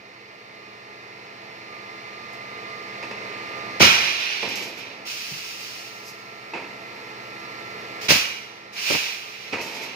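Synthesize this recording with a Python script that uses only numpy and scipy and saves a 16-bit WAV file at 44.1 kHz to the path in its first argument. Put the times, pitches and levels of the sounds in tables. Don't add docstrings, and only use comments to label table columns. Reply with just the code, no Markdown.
import sys
import numpy as np
from scipy import signal
from scipy.fft import rfft, irfft
from scipy.io import wavfile
from scipy.ndimage import uniform_filter1d

SR = 44100
rng = np.random.default_rng(int(sys.argv[2]) if len(sys.argv) > 2 else 0)


def dump_mix(stems):
    frames = np.atleast_2d(stems).T
    limited = np.clip(frames, -1, 1)
    pcm = np.round(limited * 32767).astype(np.int16)
    wavfile.write(sys.argv[1], SR, pcm)


N = 438794
T = np.arange(N) / SR
F = np.maximum(np.fft.rfftfreq(N, 1 / SR), 1)

# (f/Hz, level/dB)
DRONE_EQ = [(25, -26), (55, -27), (80, -13), (112, -7.5), (160, -7), (260, -5.5), (420, 0.5), (750, -2),
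            (1100, -4.5), (2080, -5.5), (3280, -11), (5170, -12.5), (8800, -38), (13500, -36.5),
            (15500, -44)]
# (f/Hz, width/Hz, gain/dB)
DRONE_RINGS = [(1500, 82, -5), (1825, 41, 1), (2100, 91, 5.5), (2360, 430, 4.5), (3280, 210, -8.5),
               (4220, 170, 4), (5400, 180, 6), (5440, 720, -6)]
# (multiple of the motor's speed, level/dB)
MOTOR_HARMONICS = [(2, -56), (3, -50), (4, -56.5), (5, -50.5), (7, -52.5), (10, -53)]
# (f/Hz, level/dB)
FAN_TONES = [(117, -53), (433, -47.5), (1695, -55), (1838, -48), (1900, -53), (2047, -47), (2335, -73),
             (2472, -50.5), (4258, -64), (5066, -63)]
# (f/Hz, level/dB, load on/s, load off/s, load boost/dB, left-right phase/rad)
MOTOR_WHINES = [(1208, -45, 1.67, 4.3, 6, -2), (2060, -54, 1.73, 3.8, 9, 0.71),
                (1343, -51, 4.6, 12, 8, -1.7)]
# (f/Hz, level/dB)
SPRAY_EQ = [(200, -60), (3000, -7), (5000, 21.5), (7500, 9.5), (9500, -2.5), (12000, 10), (14000, 2),
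            (15500, -10)]
# (t/s, level/dB, attack/s, t60/s)
SEAL_SPITS = [(2.325, -44, 0.0087, .15), (4.115, -46, 0.0077, .25), (4.485, -27, 0.004, 0.29),
              (4.553, -24.5, .003, 0.39), (4.62, -32, .012, 0.5), (4.77, -37, 0.021, 0.18),
              (6.025, -31.5, 0.06, 0.22), (9.607, -27.5, 0.008, 0.83), (9.743, -33, 0.007, .35),
              (9.815, -34, 0.009, 0.26)]
# (t/s, level/dB, attack/s, hold/s, sag/(dB/s), t60/s)
SEAL_LEAK = [(6.0, -52.5, 0.69, 1.8, 0.5, .1)]
# (f/Hz, level/dB)
FRAME_EQ = [(25, -40), (70, -14), (130, -5.5), (260, 4.5), (500, 5.5), (1000, -3), (1450, -4), (2200, 2.5),
            (3300, -9), (5000, -7.5), (7500, -20), (14000, -36)]
# (f/Hz, width/Hz, gain/dB)
PLATE_CLANG = [(2560, 330, 10.5), (920, 150, 9), (344, 100, 0)]
# (f/Hz, relative level/dB, t60/s)
STEEL_MODES = [(187, -30, 0.25), (327, -10, 0.16), (475, -8, .25), (804, -24, 0.11), (926, -1, 0.41),
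               (1110, -19, 0.14), (1360, -9, .09), (2160, -6, .35), (2170, -16, .2), (2636, 12, 0.35),
               (2900, -11, .35)]
# (t/s, level/dB, attack/s, t60/s, low-pass/Hz)
FRAME_HITS = [(3.025, -28.5, 0.0043, 0.17, 8000), (3.107, -26, 0.0067, 0.04, 5000),
              (4.426, -13, 0.0036, 0.12, 3000), (4.449, -17.5, 0.0088, 0.83, 400),
              (4.57, -31, 0.016, 0.57, 400), (6.533, -18.5, 0.0046, 0.41, 2370),
              (9.523, -12, 0.007, 0.29, 4020), (9.579, -26.5, 0.011, 0.92, 1000),
              (9.745, -33.5, .005, 1, 1180)]
# (f/Hz, level/dB)
DUMP_EQ = [(25, -50), (70, -12), (200, -7.5), (600, -7), (1400, -4.5), (1900, -3.5), (2550, -3),
           (3300, -4.5), (4200, -8), (5800, -6), (7500, -24), (10000, -28), (13500, -27), (15500, -43)]
# (f/Hz, width/Hz, gain/dB)
SILENCER_RINGS = [(2470, 410, 5.5), (1660, 19, -7), (2060, 17, 6.5), (2294, 20, 9.5), (2680, 30, 0),
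                  (2880, 37, 6), (3930, 65, 8.5), (4180, 60, 4.5), (6000, 37, 9)]
# (t/s, level/dB, attack/s, shriek level/dB)
VALVE_DUMPS = [(3.795, 4.5, 0.028, -1), (8.082, -4, 0.0072, 1.5)]
# (f/Hz, level/dB)
JET_EQ = [(60, -60), (900, -7.5), (1900, -2), (2600, 7.5), (3400, -1), (5100, 4), (6300, -2), (8000, -13),
          (10500, -14.5), (14000, -14.5), (15500, -9.5)]
# (t/s, level/dB, attack/s, hold/s, sag/(dB/s), t60/s)
JET_CUES = [(5.048, -18, 0.043, 0.62, 11, 1.86), (8.008, -29.5, 0.0092, 0.042, 0, 0.58),
            (8.72, -29, .015, 1, 8, .8), (8.76, -17, 0.078, 0.21, 26, 0.64),
            (8.85, -13.5, 0.073, 0.013, 0, 0.56)]
# (f/Hz, level/dB)
CABINET_EQ = [(25, -32), (55, -24), (90, 7), (115, -8.5), (150, 6.5), (260, -16), (600, -17.5), (3000, -56)]
# (t/s, level/dB, attack/s, t60/s)
CABINET_THUDS = [(3.802, -10, 0.0085, 0.29), (5.308, -29.5, 0.013, 0.29), (8.09, -20, 0.027, 0.22),
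                 (8.88, -39, 0.027, 0.18), (9.525, -34, 0.009, .5)]
# (f/Hz, level/dB)
GUST_EQ = [(25, -38), (55, -11), (100, 3.5), (190, 5), (350, 3), (700, -2.5), (1500, -11.5), (4000, -25),
           (12000, -60)]
# (t/s, level/dB)
GUST_CUES = [(3.803, 1), (3.824, 0), (3.844, -14), (8.086, -12), (8.103, -1.5), (8.118, -7), (8.155, -10),
             (8.902, -8.5), (8.918, -11.5), (8.938, -14.5), (8.949, -11.5)]
# (f/Hz, level/dB)
VENT_EQ = [(25, -60), (150, -17), (600, -6.5), (1400, -7), (2000, -4), (2550, 1), (3300, -3), (4200, -5),
           (5700, -6.5), (7500, -25), (10000, -29), (13000, -28), (15500, -41)]
# (t/s, level/dB, attack/s, travel/s, sag/(dB/s))
PISTON_STROKES = [(3.92, -11.5, 0.15, 0.56, 15.5), (4.72, -31.5, 0.095, 0.094, 10),
                  (8.75, -20.5, 0.026, 0.35, 10), (8.85, -15.5, 0.055, 0.12, 18),
                  (9.198, -30, 0.14, 0.56, -3), (9.59, -33, 0.019, .03, 19.5),
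                  (9.742, -35, 0.014, 0.11, 12)]
# (f/Hz, left minus right/dB)
MIC_BALANCE = [(60, 0), (110, -1), (200, 0), (380, 0.5), (700, -3), (1280, 2), (2370, -7), (4370, -2),
               (8070, 0.5), (14900, -7)]


def undb(db):
    return 10 ** (np.asarray(db) / 20)


def eq_curve(points):
    hz, db = np.transpose(points)
    return np.interp(np.log(F), np.log(hz), db)


def wander(rate_hz):
    knots = rng.standard_normal(4096)
    return 1.297 * np.interp(T * rate_hz, np.arange(len(knots)), knots)


def flow(start, db, attack, hold, sag_db_per_s, t60):
    age = np.maximum(T - start - attack, 0)
    fall_db = sag_db_per_s * np.minimum(age, hold) + 60 * np.maximum(age - hold, 0) / t60
    return np.clip((T - start) / attack, 0, 1) * undb(db - fall_db)


def flows(cues):
    return sum(flow(*cue) for cue in cues)


def bursts(cues):
    return sum(flow(start, db, attack, 0, 0, t60) for start, db, attack, t60 in cues)


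def air(eq, rings=(), lag_ms=0, plates=0.5, diffuse=0.5):
    t = T[:2048]
    scatter = rng.standard_normal((2, len(t))) * np.exp(-t / 0.046) * (t > 0.001)
    scatter = rfft(scatter / np.sqrt(np.sum(scatter ** 2, axis=1, keepdims=True)), N)
    direct = np.exp(-1j * np.pi * F * lag_ms / 1000 * np.array([[1], [-1]]))
    spread = (F + 60) / (F + 400)
    source, *room = rfft(rng.standard_normal((3, N)))
    field = source * (direct + plates * spread * scatter) + diffuse * spread * np.array(room)
    rings_db = sum(db / (1 + (2 * (F - hz) / width) ** 2) for hz, width, db in rings)
    noise = irfft(undb(eq_curve(eq) + rings_db) * field, N)
    return noise / np.sqrt(np.mean(noise ** 2))


def motor_tone(hz, stereo_rad, drift_hz, flutter_db):
    phase = 2 * np.pi * np.cumsum(hz + drift_hz * wander(12)) / SR
    sides = [np.sin(phase + shift) * undb(flutter_db * wander(9.8)) for shift in (stereo_rad, 0)]
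    return np.sqrt(2) * np.array(sides)


def workshop_bed(motor_hz=66.6):
    bed = air(DRONE_EQ, DRONE_RINGS, lag_ms=0.345, plates=0.9, diffuse=0.76)
    bed *= undb(-32 + 0.11 * wander(16))
    for hz, db in [(order * motor_hz, db) for order, db in MOTOR_HARMONICS] + FAN_TONES:
        bed += undb(db) * motor_tone(hz, min(hz / 1500, 0.8), drift_hz=1 + hz / 600, flutter_db=0.5)
    for hz, db, start, end, boost_db, stereo_rad in MOTOR_WHINES:
        load = np.clip(np.minimum(T - start, end - T) / 0.032, 0, 1)
        whine = motor_tone(hz, stereo_rad, drift_hz=1.51, flutter_db=2)
        bed += undb(db + boost_db * load) * whine * undb([[-3], [3]])
    return bed


def seal_spray():
    spray = air(SPRAY_EQ, plates=1, diffuse=0.21)
    return spray * (bursts(SEAL_SPITS) + flows(SEAL_LEAK)) * undb(0.99 * wander(86))


def frame_clunks(room_t60=3.54):
    rattle = air(FRAME_EQ, PLATE_CLANG, plates=0.2, diffuse=0.76) * undb(wander(220))
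    clunks = np.zeros((2, N))
    for at, db, attack, t60, lowpass_hz in FRAME_HITS:
        start = int(at * SR)
        t = T[:min(SR, N - start)]
        span = slice(start, start + len(t))
        ring = sum(undb(mode_db - 60 * t / mode_t60) * np.sin(2 * np.pi * (hz * t + rng.random((2, 1))))
                   for hz, mode_db, mode_t60 in STEEL_MODES)
        decay = undb(-60 * np.maximum(t - attack, 0) / t60)
        tail = undb(-16 - 60 * t / room_t60)
        hit = (rattle[:, span] * (decay + tail) + undb(-24) * ring) * np.minimum(t / attack, 1)
        lowpass = signal.butter(1, lowpass_hz, fs=SR, output="sos")
        clunks[:, span] += undb(db) * signal.sosfilt(lowpass, hit)
    return clunks


def valve_dumps(t60=0.89):
    pressure = bursts((at, db, attack, t60) for at, db, attack, _ in VALVE_DUMPS)
    blast = air(DUMP_EQ, SILENCER_RINGS, lag_ms=-0.436, plates=1, diffuse=1)
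    return blast * pressure * undb(0.14 * wander(170))


def valve_jets(shriek_attack_s=0.027, shriek_t60=0.44):
    shrieks = bursts((at, db, shriek_attack_s, shriek_t60) for at, _, _, db in VALVE_DUMPS)
    jet = air(JET_EQ, lag_ms=-0.425, plates=1, diffuse=1.75)
    return jet * (flows(JET_CUES) + shrieks) * undb(0.5 * wander(33))


def cabinet_boom():
    return air(CABINET_EQ, plates=0.37, diffuse=0.9) * bursts(CABINET_THUDS)


def exhaust_gusts(attack_s=0.0021, t60=0.063):
    slaps = bursts((at, db, attack_s, t60) for at, db in GUST_CUES)
    return air(GUST_EQ, plates=0.23, diffuse=2.4) * slaps * undb(0.49 * wander(110))


def cylinder_vents(t60=0.62):
    vent = air(VENT_EQ, SILENCER_RINGS, lag_ms=-0.442, plates=1, diffuse=1)
    strokes = sum(flow(*stroke, t60) for stroke in PISTON_STROKES)
    return vent * strokes * undb(0.71 * wander(45)) * undb([[-1], [0.5]])


def scene():
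    return (workshop_bed() + seal_spray() + frame_clunks() + valve_dumps() + valve_jets()
            + cabinet_boom() + exhaust_gusts() + cylinder_vents())


def auto_gain(x, threshold_db=-41, slope=0.9, depth_db=13, release_db_per_s=3, start_cut_db=14):
    sidechain = signal.sosfilt(signal.butter(4, 8000, "high", fs=SR, output="sos"), x)
    power = uniform_filter1d(np.mean(sidechain ** 2, axis=0), size=600)
    treble_db = 10 * np.log10(np.abs(power) + 1e-12)
    cut_db = np.clip(slope * (treble_db - threshold_db), 0, depth_db)
    cut_db[0] = start_cut_db
    release_db = release_db_per_s * T
    held_db = np.maximum.accumulate(cut_db + release_db) - release_db
    return x * undb(-uniform_filter1d(held_db, size=200))


def record(dry):
    tilt = undb(eq_curve(MIC_BALANCE) * np.array([[1], [-1]]) / 2)
    low_cut = signal.butter(3, 62, "high", fs=SR, output="sos")
    high_cut = signal.ellip(10, 0.2, 80, 15500, fs=SR, output="sos")
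    mics = signal.sosfilt(low_cut, irfft(rfft(dry) * tilt, N))
    return signal.sosfilt(high_cut, np.clip(auto_gain(mics), -1, 1))


dry = scene()
out = record(dry)
dump_mix(out)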